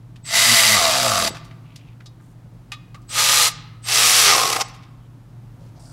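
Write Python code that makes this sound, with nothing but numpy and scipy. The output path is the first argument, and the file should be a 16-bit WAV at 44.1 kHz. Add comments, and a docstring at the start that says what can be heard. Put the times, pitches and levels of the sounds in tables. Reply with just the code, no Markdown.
"""Electric ratchet under a car

A cordless ratchet runs three bursts on the bolts of a clutch cover; the first and third slow far down as the bolt tightens.
The crank rocks the pawl once a turn: knocks ring cover, socket and body, gear noise rasps, the motor drive whistles.
Socket and hands clink, rattle and brush between bursts. A fan drones; noise tails give the workshop walls' answer."""
import sys
import numpy as np
from scipy import signal
from scipy.fft import rfft, irfft, next_fast_len
from scipy.io import wavfile
from scipy.ndimage import map_coordinates

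SR = 44100
rng = np.random.default_rng(int(sys.argv[2]) if len(sys.argv) > 2 else 0)


def dump_mix(stems):
    """Bounce the given channels to the path in sys.argv[1] as a 16-bit WAV at rate SR."""
    frames = np.atleast_2d(stems).T  # one column per channel
    limited = np.clip(frames, -1, 1)  # hard clip at full scale
    pcm = np.round(limited * 32767).astype(np.int16)
    wavfile.write(sys.argv[1], SR, pcm)


def attenuation_scalar(level_db):
    """Turn a level in dB into a linear amplitude multiplier (20 dB per decade)."""
    decades = np.asarray(level_db, float) / 20
    return 10 ** decades


N = 261072
T = np.arange(N) / SR
FREE_TURNS_PER_S = 123  # crank without load

# crank speed, one list per burst: t/s, speed/(turns per s)
CRANK_SPEED = [
    [(.245, 1), (.31, 55), (.36, 99), (.446, 119.5), (.522, 117.7), (.618, 107.6), (.745, 107), (.805, 77),
     (1.07, 59), (1.29, 33)],
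    [(3.092, 1), (3.148, 82), (3.216, 103), (3.278, 107), (3.348, 121), (3.4, 121), (3.51, 113)],
    [(3.82, 1), (3.885, 72), (3.944, 107.5), (4.044, 122.6), (4.174, 123.5), (4.29, 99), (4.364, 63),
     (4.49, 41), (4.63, 12)],
]
# the pawl's final push, one per burst: t/s
LAST_PUSH_S = [1.277, 3.49, 4.614]
# return contact of the pawl: load/(0-1), strength/(0-1)
RETURN_CONTACT = [(0, 0.54), (.3, 0.3), (.5, 0.7), (.68, 0.5), (.85, 0.1)]


def unit(x):
    """Scaled to rms 1."""
    return x / np.sqrt(np.mean(x ** 2) + 1e-20)


def along(points, hz):
    """(Hz, value) points read on a log frequency axis."""
    f, v = np.transpose(points)
    return np.interp(np.log(hz + 1), np.log(f + 1), v)


def curves(rows, t=T):
    """One value per sample for each column after the first."""
    s, *cols = np.transpose(rows)
    return [np.interp(t, s, c) for c in cols]


def wobble(rate_hz, size=N):
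    """Smooth random curve, rate_hz knots a second."""
    return map_coordinates(rng.standard_normal(size // 50), [np.arange(size) * rate_hz / SR])


def filtered(x, response):
    """x times a complex response of frequency."""
    m = next_fast_len(len(x) + 8192)
    return irfft(rfft(x, m) * response(np.fft.rfftfreq(m, 1 / SR)), m)[:len(x)]


def resonance(f, hz, width_hz):
    """Causal resonance of peak gain 1."""
    return 1j * f * width_hz / (hz * hz - f * f + 1j * f * width_hz)


def add(into, start_s, sound):
    """Mixes sound in from start_s."""
    part = into[round(start_s * SR):][:len(sound)]
    part += sound[:len(part)]


def crank_turns(crank, last_s, t):
    """Crank angle in turns: integrated speed, zero at the last push."""
    turns = np.cumsum(curves(crank, t)[0]) / SR
    return turns - np.interp(last_s, t, turns)


def load_of(crank, t):
    """Load: share of the free speed lost since the fastest moment so far."""
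    speed = curves(crank, t)[0]
    return (np.maximum.accumulate(speed) - speed) / FREE_TURNS_PER_S


def strokes(turns, lag, scatter_db):
    """Random strength per sample, held for the turn that starts at lag."""
    strength = attenuation_scalar(scatter_db * rng.standard_normal(400))
    return strength[(np.floor(turns - lag) % 400).astype(int)]


def knocks(turns, back):
    """Impulses as the pawl bites and bounces, and as it returns, much alike from turn to turn."""
    # landing and bounces of the pawl: lag/turn, level/dB
    bite = [(0, 0), (.08, -9), (.21, -9)]
    turns = turns + .011 * wobble(60, size=len(turns))

    def blow(lag):
        """One impulse each time the crank passes lag."""
        passes = np.diff(np.floor(turns - lag), prepend=np.floor(turns[0] - lag))
        return passes * strokes(turns, lag, 1.8)

    return unit(sum(attenuation_scalar(db) * blow(lag) for lag, db in bite) + 0.89 * back * blow(.55))


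def chatter(turns, depth, back, grit_db, sharp):
    """Rough tooth contact: noise that swells at the pawl's push and again at its return."""
    turns = turns + 0.019 * wobble(60, size=len(turns))
    bump = lambda lag: np.exp(sharp * (np.cos(2 * np.pi * (turns - lag)) - 1))
    stroke = unit(strokes(turns, .5, 0.94) * bump(0) + back * bump(0.57))
    grit = attenuation_scalar(grit_db * wobble(700, size=len(turns)))  # single teeth knock harder than others
    return unit((1 - depth + depth * stroke) * grit * rng.standard_normal(len(turns)))


def rasp(turns, depth, back, head):
    """Gear chatter coloured by the rasp spectrum and the tool head's modes."""
    # gear rasp spectrum: f/Hz, relative density/dB
    rasp_colour = [(600, -49), (1000, -15), (1400, -13), (2500, -9), (4880, -7.5), (7700, -14), (9000, -24),
                   (11700, -33), (19800, -120)]
    teeth = chatter(turns, depth, back, grit_db=2.0, sharp=1.6)

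    def colour(f):
        modes = sum(attenuation_scalar(db) * resonance(f, hz, w) for hz, w, db in head)
        return attenuation_scalar(along(rasp_colour, f)) * (1 + 1.3 * modes)

    return unit(filtered(teeth, colour))


def fizz(turns, depth, back):
    """High noise of brushes and motor fan, which follows the stroke less closely."""
    # fizz spectrum: f/Hz, relative density/dB
    fizz_colour = [(4710, -17.5), (8000, -2), (9250, -5), (11100, -4), (14700, -17.5), (15600, -15.5)]
    hiss = chatter(turns, 0.54 * depth, back, grit_db=1.9, sharp=2.9)
    return unit(filtered(hiss, lambda f: attenuation_scalar(along(fizz_colour, f))))


def ratchet():
    """Each burst: rasp, fizz above it, and knocks and chatter ringing cover, socket and body."""
    # one list per burst: t/s, rasp level/dB
    effort = [
        [(.24, -62), (.256, -42.5), (.358, -16), (.596, -14.5), (.74, -15.5), (.82, -18), (1.1, -21.5),
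         (1.283, -22.5), (1.3, -38.5)],
        [(3.08, -70), (3.092, -46), (3.13, -30.5), (3.182, -17.5), (3.42, -15), (3.48, -17.5), (3.512, -43),
         (3.52, -44)],
        [(3.82, -69.5), (3.845, -42.5), (3.89, -22.5), (3.962, -15.5), (4.284, -13.5), (4.45, -22),
         (4.56, -22.5), (4.62, -26), (4.64, -47.5)],
    ]
    # tool head modes, one list per burst: f/Hz, width/Hz, relative level/dB
    heads = [
        [(3850, 98, -4), (4530, 82, -7), (4800, 51, -1.5), (5960, 89, -5), (7400, 42, -2), (7580, 31, -1.5),
         (7600, 32, -0.5)],
        [(3370, 23, 0), (4100, 90, -4.5), (5000, 15, -12.5), (5900, 37, 5.5), (6800, 28, 1.5), (6996, 21, 5),
         (8450, 49, -1.5)],
        [(2600, 170, -11), (3770, 140, -21.5), (4750, 87, -11), (5350, 76, -0.5), (5870, 100, 1),
         (6860, 68, -13.5), (8340, 78, 0)],
    ]
    # body knock, cover boom, bracket, cover ring, socket ring, one list per burst:
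    # f/Hz, width/Hz, then level against the rasp/dB at each load in turn
    rings = [
        [(553, 42, -29.5, -16, -13, -20), (672, 66, -13.5, -8, -4, -7), (862, 73, -19, -14, -9, -9.5),
         (1180, 170, -15, -7.5, -2.5, -7.5), (2010, 130, -6.5, -14.5, -20, -14)],
        [(560, 45, -26, -25), (678, 130, -19.5, -19.5), (846, 98, -18.5, -19), (1225, 50, -11, -8),
         (2010, 350, -22, -20)],
        [(500, 180, -25.5, -15, -7.5, -12.5), (748, 230, -16.5, -10, -6.5, -1), (1063, 92, -20, -11.5, 0, -4),
         (1199, 54, -16.5, -5, -13, -17.5), (2010, 340, -18, -10.5, -10, -9)],
    ]
    # running free, biting, labouring, stalling: load/(0-1)
    loads = [.08, .22, .55, .85]
    # fizz against the rasp at each load, motor up to speed: level/dB
    fizz_levels = [-4.5, -9, -6, -8.5]
    # how deep each stroke cuts the rasp: load/(0-1), depth/(0-1)
    stroke_depth = [(0, 0), (.3, 0.2), (.55, 0.6), (.7, 0.7), (.85, .95)]
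    # share of clean knocks against chatter from 48 turns/s up, one per ring: share/(0-1)
    clean_share = [.8, .85, .75, .65, .25]

    out = np.zeros(N)
    for crank, last_s, levels, head, modes in zip(CRANK_SPEED, LAST_PUSH_S, effort, heads, rings):
        t = T[(T >= levels[0][0]) & (T < levels[-1][0])]
        speed, load = curves(crank, t)[0], load_of(crank, t)
        depth, back = curves(stroke_depth, load)[0], curves(RETURN_CONTACT, load)[0]
        turns = crank_turns(crank, last_s, t)
        sound = rasp(turns, depth, back, head)

        spin_up = 1 - np.maximum.accumulate(speed) / FREE_TURNS_PER_S
        fizz_db = np.interp(load, loads, fizz_levels) - 7 * spin_up  # weaker until up to speed
        sound += attenuation_scalar(fizz_db) * fizz(turns, depth, back)

        clean = knocks(turns, back)
        rough = chatter(turns, 0.7 * depth, back, grit_db=-1.5, sharp=1.6)
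        steady = np.clip(speed / 48, 0, 1)  # a labouring pawl drags instead of striking
        for (hz, w, *dbs), full_share in zip(modes, clean_share):
            share = full_share * steady
            blows = np.sqrt(share) * clean + np.sqrt(1 - share) * rough
            seat_db = 1.2 * wobble(10, size=len(t))  # the socket's seat on the bolt keeps shifting
            ring = unit(filtered(blows, lambda f: resonance(f, hz, w) * resonance(f, hz, 4 * w)))
            sound += attenuation_scalar(np.interp(load, loads[:len(dbs)], dbs) + seat_db) * ring
        add(out, t[0], attenuation_scalar(curves(levels, t)[0]) * sound)
    return out


def whistle():
    """The drive's switching tone forks into two as the rotor speeds up, and holds one pitch at stall."""
    # trigger squeezes: t/s, upper level/dB, lower level/dB
    squeezes = [(0.226, -37.5, -37), (3.066, -36, -46), (3.813, -37.5, -45.5)]
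    # stall tones: t/s, length/s, level/dB
    stalls = [(1.281, .06, -44), (4.554, .035, -42), (4.638, 0.04, -47)]
    drive_hz, fork_per_turn = 7950, 11.5
    rise_s, hold_s, fall_s = .035, .04, .04
    # the fork follows the first 0.3 s of each burst
    speed = sum(curves(c)[0] * (T > c[0][0]) * (T < c[0][0] + .3) for c in CRANK_SPEED)
    fork = fork_per_turn * np.cumsum(speed) / SR
    tone = lambda sign: attenuation_scalar(1.5 * wobble(80)) * np.sin(2 * np.pi * (drive_hz * T + sign * fork))
    upper, lower = tone(1), tone(-1)

    out = np.zeros(N)
    corners_s = np.cumsum([0, rise_s, hold_s, fall_s])
    for s, upper_db, lower_db in squeezes:
        shape = np.interp(T - s, corners_s, [0, 1, 1, 0]) ** 2
        out += shape * (attenuation_scalar(upper_db) * upper + attenuation_scalar(lower_db) * lower)
    for s, span_s, db in stalls:
        shape = np.interp(T - s, [0, .01, span_s - .01, span_s], [0, 1, 1, 0])
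        out += attenuation_scalar(db) * shape * upper
    return out


def frame_shake():
    """In the first burst the pawl's knocks pick out whichever crank orders fall on the frame's low modes."""
    # frame shake: t/s, level/dB
    shake = [(0.3, -37.5), (0.43, -45.5), (0.528, -27.5), (0.582, -46.5), (0.748, -30.5), (0.832, -32),
             (1.002, -31.5), (1.3, -27.5), (1.38, -41)]
    # car frame modes: f/Hz, width/Hz, relative level/dB
    frame_modes = [(115, 33, 3.5), (213, 68, -0.5), (285, 300, -11)]
    t = T[(T >= shake[0][0]) & (T < shake[-1][0])]
    crank = CRANK_SPEED[0]
    back = curves(RETURN_CONTACT, load_of(crank, t))[0]
    blows = knocks(crank_turns(crank, LAST_PUSH_S[0], t), back)
    body = lambda f: sum(attenuation_scalar(db) * resonance(f, hz, w) * resonance(f, hz, 3 * w)
                         for hz, w, db in frame_modes)
    hum = unit(filtered(blows, body))
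    out = np.zeros(N)
    add(out, t[0], attenuation_scalar(curves(shake, t)[0]) * signal.windows.tukey(len(t), .1) * hum)
    return out


def contacts(rows, rise_s, t60_s):
    """Metal contact: decaying noise round the contact's pitch, plus the steel's modes at new strengths."""
    # cover and socket modes: f/Hz, relative level/dB, t60/s
    steel = [(820, -3, .05), (1195, 0, .2), (1836, -11, .12), (2525, -13, .1), (3429, -11, .14),
             (3800, -10, .14), (4260, -12, .12), (4930, -11, .12), (5900, -15, .08), (11220, -12, .1)]
    out, t = np.zeros(N), T[:SR // 3]
    onset = 1 - np.exp(-t / rise_s)
    for s, db, hz, w, ring_db in rows:
        uneven_db = 3 * wobble(400, size=len(t))
        noise = onset * attenuation_scalar(-60 * t / t60_s + uneven_db) * rng.standard_normal(len(t))
        band = lambda f: resonance(f, hz, w) * resonance(f, hz, 2 * w) / (1 + (f / 10000) ** 2)
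        rattle = filtered(noise, band)
        ring = np.zeros(len(t))
        for f, mode_db, mode_t60_s in steel:
            # loose contact smears each mode
            blur = 1.1 * wobble(90, size=len(t)) + rng.uniform(0, 2 * np.pi)
            near = abs(resonance(f, hz, .4 * hz))  # modes close to the contact's pitch ring most
            decay = attenuation_scalar(mode_db + rng.normal(0, 2.5) - 60 * t / mode_t60_s)
            ring += decay * near * np.sin(2 * np.pi * f * t + blur)
        ring *= onset * (1 - np.exp(-t / 0.0013))
        add(out, s, attenuation_scalar(db) * (rattle / np.abs(rattle).max() + attenuation_scalar(ring_db) * ring))
    return out


def clinks():
    """Socket, trigger and hand contacts: quick onset, short decay."""
    # t/s, noise peak/dB, centre f/Hz, width/Hz, cover ring against it/dB
    clink_rows = [(0.158, -42, 2980, 3973, -11), (1.51, -36, 2260, 1950, -18.5),
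                  (1.758, -32.5, 5070, 5000, -16), (2.003, -36.5, 1690, 1485, -17),
                  (2.058, -37, 4780, 2517, -0.5), (2.198, -47.5, 1220, 900, -12),
                  (2.718, -18, 2574, 3612, 0), (2.944, -34, 1250, 3860, -4.5),
                  (3.017, -51, 5980, 4940, -11.5)]
    return contacts(clink_rows, rise_s=0.0016, t60_s=0.07)


def rattles():
    """Looser contacts as the tool runs down: slower onset, longer decay."""
    # t/s, noise peak/dB, centre f/Hz, width/Hz, cover ring against it/dB
    rattle_rows = [(1.345, -28, 1160, 3100, -19), (1.365, -41.5, 4960, 6910, -31.5),
                   (1.441, -41.5, 5830, 6190, -12), (4.673, -36, 4500, 6910, -28.5),
                   (4.738, -39, 2010, 5950, -30), (4.822, -41, 2530, 2850, -2)]
    return contacts(rattle_rows, rise_s=0.0099, t60_s=0.1)


def brushes():
    """Sleeves and hands on metal: soft bands of uneven friction noise."""
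    # start t/s, end t/s, level/dB, centre f/Hz, width/Hz
    rubs = [(1.633, 1.954, -62.5, 2600, 1400), (2.197, 2.338, -71, 7970, 6000),
            (2.432, 2.568, -63, 523, 300), (4.995, 5.074, -73, 3190, 500), (5.597, 5.702, -68, 4870, 6100),
            (5.75, 5.79, -65, 5000, 2500), (5.792, 5.929, -58.5, 5000, 1956),
            (5.79, 5.929, -60.5, 8140, 2970), (5.6, 5.682, -60, 550, 200), (5.747, 5.95, -59.5, 708, 250),
            (5.86, 5.95, -63.5, 1435, 299)]
    out = np.zeros(N)
    for start_s, end_s, db, hz, w in rubs:
        size = round((end_s - start_s) * SR)
        rub = unit(filtered(rng.standard_normal(size), lambda f: resonance(f, hz, w) ** 2))
        uneven_db = 1.5 * wobble(40, size=size) + 2.5 * wobble(400, size=size)
        add(out, start_s, attenuation_scalar(db + uneven_db) * signal.windows.tukey(size, .15) * rub)
    return out


def walls(x):
    """Each frequency of the workshop's answer dies at its own speed; a new noise tail every 0.25 s."""
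    # wall decay: f/Hz, t60/s
    wall_decay = [(300, 0.48), (1200, 1), (4000, 0.65), (12000, 0.11)]
    out, hop = np.zeros(N), SR // 4
    for start in range(0, N, hop):
        hz, t, z = signal.stft(rng.standard_normal(SR), SR, nperseg=256)
        decay = attenuation_scalar(-60 * t / along(wall_decay, hz)[:, None])
        tail = signal.istft(z * decay, SR, nperseg=256)[1]
        answer = signal.fftconvolve(x[start:start + hop], tail / np.linalg.norm(tail))
        add(out, start / SR + 0.011, answer)
    return out


def shop_air():
    """A fan's wavering blade tone over its rush and distant rumble, both shaped noise."""
    # workshop air: f/Hz, relative density/dB
    air_colour = [(12, -37.5), (20, -23), (49, -9), (78, -29), (95, -9.5), (120, -11), (155, -5.5),
                  (190, -18.5), (290, -19.5), (430, -31.5), (900, -32.5), (2340, -44.5), (15600, -57.5)]
    # blade tone: f/Hz, level/dB before a 2.5 dB lift
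    blade_hz, blade_db = (117, -43.5)
    phase = 2 * np.pi * np.cumsum(blade_hz + 1.5 * wobble(4.0)) / SR
    blade = attenuation_scalar(blade_db + 2.5 + 1.0 * wobble(4.9)) * np.sin(phase)
    air = unit(filtered(rng.standard_normal(N), lambda f: attenuation_scalar(along(air_colour, f))))
    return blade + attenuation_scalar(-45.5 + 0.82 * wobble(2.3)) * air


def scene():
    """Tool and contacts close to the microphone, the workshop behind them."""
    near = ratchet() + whistle() + clinks() + rattles()
    return (near + attenuation_scalar(-21) * walls(near) + frame_shake() + brushes() + shop_air())[None]


def top_cut(x):
    """Nothing passes above the cut-off."""
    return signal.sosfilt(signal.butter(12, 15710, fs=SR, output="sos"), x)


def record(dry):
    """Band limit at 15.75 kHz, then soft clipping of the highest peaks."""
    x = filtered(dry[0], lambda hz: hz < 15750)[None]
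    x = x / (1 + np.abs(x) ** 8) ** (1 / 8)
    return top_cut(x)


dry = scene()
out = record(dry)
dump_mix(out)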